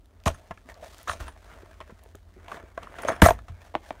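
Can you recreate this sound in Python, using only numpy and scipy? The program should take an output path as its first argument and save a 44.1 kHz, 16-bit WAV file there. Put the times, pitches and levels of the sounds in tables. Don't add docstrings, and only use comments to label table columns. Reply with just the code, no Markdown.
import sys
import numpy as np
from scipy import signal
from scipy.fft import rfft, irfft
from scipy.io import wavfile
from scipy.ndimage import uniform_filter1d

SR = 44100
rng = np.random.default_rng(int(sys.argv[2]) if len(sys.argv) > 2 else 0)


def store_wav(level_fs):
    pcm = np.round(np.clip(np.atleast_2d(level_fs), -1, 1) * 32767)
    wavfile.write(sys.argv[1], SR, pcm.T.astype(np.int16))


N = 176400
T = np.arange(int(.4 * SR)) / SR
SCENE_T = np.arange(N) / SR
SLIDE_GRAINS_PER_S, SLIDE_SPREAD_DB = 700, 4

# frequency in Hz, relative level in dB.
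CONTACT_HISS = [(100, -69.5), (1500, -7.5), (3500, 6.5), (6500, 1.5), (8000, -1.5), (9500, -1), (10700, -7),
                (16000, -7.5)]


def amp(db):
    return 10 ** (np.asarray(db) / 20)


def unit(x):
    return x / np.sqrt(np.mean(x ** 2) + 1e-20)


def blow(x):
    return x / np.sqrt(np.sum(x ** 2) / (.01 * SR) + 1e-20)


def fade(t, t60):
    return amp(-60 * t / np.maximum(t60, 1e-3))


def read(points, hz):
    f, value = np.transpose(points)
    return np.interp(np.log(hz + 1), np.log(f + 1), value)


def add(mix, s, sound):
    part = mix[max(round(s * SR), 0):][:len(sound)]
    part += sound[:len(part)]


def through(x, response):
    return signal.fftconvolve(x, response)[:len(x)]


def colour(points, size=4096):
    log_gain = np.log(amp(read(points, abs(np.fft.fftfreq(size, 1 / SR)))))
    return np.fft.ifft(np.exp(np.conj(signal.hilbert(log_gain)))).real


def grains(count, per_s, spread_db):
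    size = amp(spread_db * np.minimum(rng.exponential(1, count), 4))
    return unit(size * rng.choice([-1, 1], count) * (rng.random(count) < per_s / SR))


def resonance(x, hz, width_hz):
    return unit(through(x, np.exp(-np.pi * width_hz * T) * np.sin(2 * np.pi * hz * T)))


def workshop(air_db=-59, hum_width_hz=7.4):
    # frequency in Hz, relative level in dB.
    air_colour = [(20, -69), (45, 13.5), (85, -15.5), (115, -19), (200, -9), (400, -14), (700, -21.5),
                  (1500, -35), (3000, -37), (6000, -44.5), (10000, -43.5), (16000, -41.5)]
    # pitch in Hz, level in dB.
    hum_tones = [(46, -61), (60, -58.5), (84, -57)]
    hz = np.fft.rfftfreq(N, 1 / SR)

    def noise(shape):
        return unit(irfft(rfft(rng.standard_normal(N)) * shape, N))

    air = amp(air_db) * noise(amp(read(air_colour, hz)))
    return air + sum(amp(db) * noise(1 / (1 + ((hz - f) / hum_width_hz) ** 2)) for f, db in hum_tones)


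def patchy(x, patch_db=2.5):
    spectra = signal.stft(x, SR, nperseg=1024, noverlap=768)[2]
    patches = uniform_filter1d(rng.standard_normal(spectra.shape), 9, 0)
    patches = unit(uniform_filter1d(patches, 7, 1))
    return unit(signal.istft(spectra * amp(patch_db * patches), SR, nperseg=1024, noverlap=768)[1][:N])


def rubbing(smooth_gain=1.17, clump_db=1.83):
    # time in seconds, shell level in dB, hiss level in dB.
    strokes = [(0, -74, -79), (.235, -64.5, -74), (.3, -52.5, -57.5), (.4, -59.5, -67.5), (.63, -66, -73),
               (0.673, -65, -70.5), (0.698, -45.5, -54.5), (.75, -60.5, -71.5), (.81, -58.5, -65),
               (0.84, -46, -53.5), (.9, -53, -56.5), (1.05, -56, -58.5), (1.12, -47.5, -58),
               (1.19, -54, -60), (1.203, -41.5, -50), (1.35, -60.5, -70.5), (1.41, -61.5, -67),
               (1.51, -51, -63.5), (1.72, -59.5, -69), (2.09, -63, -70.5), (2.22, -68.5, -74.5),
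               (2.34, -65, -72.5), (2.47, -53, -67), (2.546, -40.5, -54.5), (2.61, -52.5, -70),
               (2.73, -63.5, -72.5), (2.84, -48, -67), (2.91, -52.5, -67), (3.11, -33, -52),
               (3.178, -47, -66), (3.33, -46.5, -71), (3.42, -66, -71), (3.56, -59.5, -71),
               (3.65, -54, -62), (3.73, -63, -72), (3.77, -67.5, -69), (3.815, -57.5, -66.5),
               (3.89, -52, -58), (3.94, -56.5, -69)]
    # frequency in Hz, relative level in dB.
    shell_colour = [(60, -8), (250, -2), (450, -3.5), (640, 4), (800, -2.5), (1100, -3), (1700, -3.5),
                    (2400, -12), (3500, -21.5), (6000, -28.5), (16000, -92)]
    s, shell_db, hiss_db = np.transpose(strokes)
    slips = grains(N, SLIDE_GRAINS_PER_S, SLIDE_SPREAD_DB) + smooth_gain * rng.standard_normal(N)
    slips *= amp(clump_db * unit(uniform_filter1d(rng.standard_normal(N), size=400)))
    shell = amp(np.interp(SCENE_T, s, shell_db)) * patchy(through(slips, colour(shell_colour)))
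    hiss = amp(np.interp(SCENE_T, s, hiss_db)) * unit(through(slips, colour(CONTACT_HISS)))
    return shell + hiss


def ticks(decay_s=0.00047, size=600):
    # start in seconds, level in dB, centre pitch in Hz.
    snaps = [(.058, -68.5, 4630), (.202, -68, 4460), (0.238, -59, 4400), (0.488, -74, 5600),
             (.743, -58, 4400), (0.983, -54.5, 6640), (1.031, -55, 10700), (2.037, -59.5, 12100),
             (2.154, -53, 12500), (3.021, -51, 7400)]
    out, t = np.zeros(N), T[:size]
    for s, db, hz in snaps:
        snap = rng.standard_normal(size) * np.exp(-t / decay_s)
        shell = np.exp(-1.5 * hz * t) * np.cos(2 * np.pi * hz * t)
        add(out, s, amp(db) * blow(through(snap, shell)))
    return out


def tumbles(hits_per_s=5300, spread_db=4.5, clash_gain=0.59):
    # start, hold time and fade time in seconds, level in dB, treble tilt in dB per octave.
    showers = [(0.2563, 0.024, 0.057, -34.5, -6.5), (1.077, 0.057, 0.056, -44.5, -11.5),
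               (3.074, 0.015, .13, -48.5, -13), (3.2167, 0.052, 0.13, -29, 3)]
    # pitch in Hz, relative level in dB, fade time in seconds.
    heap_tones = [(3910, -10, 0.0091), (5590, -11.5, 0.014), (6390, -1, 0.0038), (7220, -5.5, 0.0043),
                  (8670, -2, 0.0077), (9500, -8.5, 0.01), (11200, -7.5, .016), (12300, -20, 0.044),
                  (15150, -16, .06)]
    out = np.zeros(N)
    for s, hold_s, t60, db, tilt_db in showers:
        effort = fade(np.maximum(T - hold_s, 0), t60)
        heap = np.zeros(len(T))
        for hz, tone_db, tone_t60 in heap_tones:
            hits = effort * grains(len(T), hits_per_s / len(heap_tones), spread_db)
            gain = amp(tone_db + tilt_db * np.log2(hz / heap_tones[0][0]))
            heap += gain * resonance(hits, hz, width_hz=np.log(1000) / (np.pi * tone_t60))
        clash = through(effort * grains(len(T), hits_per_s, spread_db), colour(CONTACT_HISS))
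        shower = unit(unit(heap) + clash_gain * unit(clash))
        add(out, s, amp(db) * shower * np.sqrt(np.mean(effort ** 2)))
    return out


def ring(tones, t, rise_s, detune=0.026):
    out = np.zeros(len(t))
    for hz, db, t60 in tones:
        shifted_hz = hz * (1 + detune * rng.uniform(-0.75, 1))
        out += amp(db) * fade(t, t60) * np.sin(2 * np.pi * (shifted_hz * t + rng.random()))
    return (1 - np.exp(-t / rise_s)) * out


def knocks(chatter_gain=2.08, wall_top_hz=2530, size=5000):
    # start in seconds, lid, wall and crack levels in dB, chatter decay in seconds.
    hits = [(.261, -28.5, -30.5, -30, 0.0059), (.269, -27, -36, -35, 0.0075),
            (.273, -31, -24.5, -36, 0.0058), (.281, -27, -46, -31.5, 0.0012),
            (.301, -38, -42.5, -49, 0.0022), (.345, -71, -50, -59, 0.005), (.509, -35.5, -36, -47, 0.007),
            (.575, -63, -51.5, -59, 0.0018), (1.074, -49, -33, -51, 0.006), (1.082, -33, -30, -37, 0.021),
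            (1.0955, -48, -23, -50, 0.00028), (1.114, -54, -38, -43, 0.0051),
            (1.134, -40.5, -47, -50, 0.0031), (1.2806, -73, -41, -47, 0.0058),
            (1.804, -51, -42.5, -50, 0.0028), (1.811, -47.5, -44, -52, 0.0054),
            (1.897, -50.5, -49, -68, 0.013), (2.149, -51.5, -55, -62, 0.0019),
            (2.483, -60, -47.5, -47.5, 0.0032), (2.517, -50, -35, -45.5, 0.0046),
            (2.57, -42, -49, -53, 0.0034), (2.7769, -31.5, -33.5, -48.5, 0.0029),
            (2.8313, -71, -52, -44.5, 0.0042), (2.871, -65, -42, -69, 0.0013),
            (2.986, -45.5, -39, -43.5, 0.015), (3.034, -41.5, -41, -44, 0.0039),
            (3.049, -26.5, -43, -45, 0.002), (3.0852, -21.5, -21, -31.5, 0.0066),
            (3.101, -24.5, -29.5, -45, 0.0018), (3.111, -33.5, -35.5, -62, 0.0059),
            (3.13, -53, -38, -50, 0.0045), (3.2195, -17, -13.5, -17, 0.0023),
            (3.224, -20.5, -21.5, -24, 0.012), (3.239, -23, -18, -26.5, 0.026),
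            (3.2545, -18.5, -17.5, -31.5, 0.0075), (3.2605, -11.5, -18, -44, 0.0034),
            (3.286, -14.5, -21.5, -30.5, 0.0049), (3.3065, -17, -31, -33, 0.0021),
            (3.389, -75, -46.5, -54, 0.0034), (3.483, -50.5, -56, -49, 0.014),
            (3.742, -37, -61, -59, 0.0083), (3.7519, -29, -37.5, -44.5, 0.0044),
            (3.9065, -36.5, -42, -48, 0.0033)]
    # pitch in Hz, relative level in dB, fade time in seconds.
    lid_tones = [(520.5, -12.5, 0.037), (586, -5.5, 0.02), (650, 1, 0.03), (682, -3, 0.023),
                 (850, -9.5, 0.017)]
    wall_tones = [(1054, 2.5, 0.014), (1122, -5.5, 0.024), (1286, 3.5, 0.012), (1423, -6, 0.017),
                  (1718, -8.5, 0.032), (1947, -2.5, 0.0054)]
    # frequency in Hz, relative level in dB.
    crack_colour = [(200, -10), (900, 2.5), (1700, 1.5), (2300, 0.5), (3400, -2), (4600, -13.5),
                    (6500, -13), (9500, -19.5), (11000, -22), (16000, -32)]
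    out, t, crack = np.zeros(N), T[:size], colour(crack_colour)
    give = signal.butter(4, wall_top_hz, fs=SR, output="sos")
    for s, lid_db, wall_db, crack_db, chatter_s in hits:
        force = rng.standard_normal(size) * np.exp(-t / chatter_s)
        force *= chatter_gain / np.linalg.norm(force)
        force[0] += 1
        walls = signal.sosfilt(give, ring(wall_tones, t, rise_s=0.0001))
        lid = ring(lid_tones, t, rise_s=0.00046)
        for db, response in (lid_db, lid), (wall_db, walls), (crack_db, crack):
            add(out, s, amp(db) * blow(through(force, response)))
    return out


def bumps(scuff_gain=0.79, rise_s=0.00045):
    # start in seconds, level in dB, pitch in Hz, fade time in seconds.
    thuds = [(0.263, -21.5, 191, 0.052), (0.267, -24.5, 79.4, 0.25), (.269, -25, 315, 0.042),
             (0.508, -35.5, 180, 0.035), (0.51, -39, 91, 0.13), (0.653, -54, 260, 0.16),
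             (1.095, -40, 78, 0.26), (1.205, -36, 67, 0.37), (1.632, -40.5, 378, 0.039),
             (1.895, -40.5, 376, 0.036), (1.924, -40, 209, 0.024), (2.149, -40.5, 410, 0.046),
             (2.363, -50, 388, 0.17), (2.636, -44.5, 388, 0.041), (3.049, -27.5, 316, 0.017),
             (3.087, -31.5, 285, 0.063), (3.22, -9, 304, 0.056), (3.2236, -7.5, 186, 0.083),
             (3.226, -11.5, 85.9, 0.24), (3.234, -24.5, 56.3, 0.48), (3.497, -39, 87, 0.4),
             (3.753, -29, 330, 0.064), (3.908, -36.5, 286, 0.036)]
    out = np.zeros(N)
    for s, db, hz, t60 in thuds:
        swing = 1.37 * np.sin(2 * np.pi * hz * T)
        scuff = scuff_gain * resonance(rng.standard_normal(len(T)), hz, hz / 2)
        add(out, s, amp(db) * (1 - np.exp(-T / rise_s)) * fade(T, t60) * (swing + scuff))
    return out


def clinks(width_hz=160, jitter_gain=0.9):
    # start in seconds, level in dB, pitch in Hz, fade time in seconds.
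    pins = [(.344, -54.5, 6440, 0.071), (.345, -57, 9440, 0.07), (1.096, -46.5, 9520, 0.14),
            (1.281, -54, 9600, .1), (3.022, -46.5, 9550, 0.07), (3.081, -37, 6420, 0.083),
            (3.082, -46.5, 9240, 0.096), (3.222, -26.5, 11700, 0.082), (3.239, -36, 8800, .06),
            (3.253, -40, 15120, 0.15), (3.253, -34, 12130, 0.12), (3.298, -40, 12160, 0.076)]
    out = np.zeros(N)
    for s, db, hz, t60 in pins:
        jitter = jitter_gain * resonance(rng.standard_normal(len(T)), hz, width_hz)
        add(out, s, amp(db) * fade(T, t60) * (np.sin(2 * np.pi * hz * T) + jitter))
    return out


def raps(decay_cycles=1, top_hz=3470, size=1000):
    # start in seconds, level in dB, pitch in Hz.
    strikes = [(.509, -42, 676), (1.0959, -25.5, 1300), (1.364, -54.5, 730), (2.061, -53, 450),
               (2.942, -46, 895), (3.7521, -24, 880), (3.9067, -34, 680)]
    out, t = np.zeros(N), T[:size]
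    give = signal.butter(4, top_hz, fs=SR, output="sos")
    for s, db, hz in strikes:
        swing = np.exp(-hz * t / decay_cycles) * np.sin(2 * np.pi * hz * t)
        add(out, s, amp(db) * blow(signal.sosfilt(give, np.diff(swing, prepend=0))))
    return out


def dragging(lid_hz=645, width_hz=80):
    # time in seconds, level in dB.
    levels = [(.68, -80), (.72, -58), (.75, -75), (.775, -52), (.805, -59), (0.829, -45), (.86, -66),
              (.89, -86)]
    s, db = np.transpose(levels)
    return np.interp(SCENE_T, s, amp(db), 0, 0) * resonance(rng.standard_normal(N), lid_hz, width_hz)


def jingling():
    # time in seconds, level in dB.
    levels = [(2.8, -78), (2.98, -68), (3.14, -56), (3.19, -75)]
    # pitch in Hz, relative level in dB, width in Hz.
    pin_tones = [(5410, -11, 70), (9450, -6.5, 140)]
    s, db = np.transpose(levels)
    nudges = grains(N, SLIDE_GRAINS_PER_S, SLIDE_SPREAD_DB)
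    ringing = sum(amp(tone_db) * resonance(nudges, hz, width_hz) for hz, tone_db, width_hz in pin_tones)
    return np.interp(SCENE_T, s, amp(db), 0, 0) * ringing


def room(x, early_db=-17, early_decay_s=0.016, tail_db=-21):
    # frequency in Hz, fade time in seconds.
    fade_times = [(100, 0.46), (600, 0.084), (2000, 0.097), (6000, 0.15), (15000, 0.026)]
    hz, t, spectra = signal.stft(rng.standard_normal(len(T)), SR, nperseg=256)
    spectra *= fade(t, read(fade_times, hz)[:, None])
    tail = signal.istft(spectra, SR, nperseg=256)[1][:len(T)] * (T > .008)
    early = grains(len(T), per_s=2000, spread_db=1.7) * np.exp(-T / early_decay_s) * (T > .003)
    echoes = amp(tail_db) * tail / np.linalg.norm(tail) + amp(early_db) * early / np.linalg.norm(early)
    return through(x, echoes)


def scene():
    case = knocks() + raps() + clinks() + jingling() + ticks() + tumbles() + rubbing() + dragging()
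    return (case + room(case) + bumps() + workshop())[None, :]


def record(dry, hardness=6, low_hz=25, top_hz=15780):
    rounded = dry / (1 + abs(dry) ** hardness) ** (1 / hardness)
    low_cut = signal.butter(2, low_hz, "highpass", fs=SR, output="sos")
    top_cut = signal.firwin(401, top_hz, window=("kaiser", 9), fs=SR)
    return signal.oaconvolve(signal.sosfilt(low_cut, rounded), top_cut[None], "same")


dry = scene()
out = record(dry)
store_wav(out)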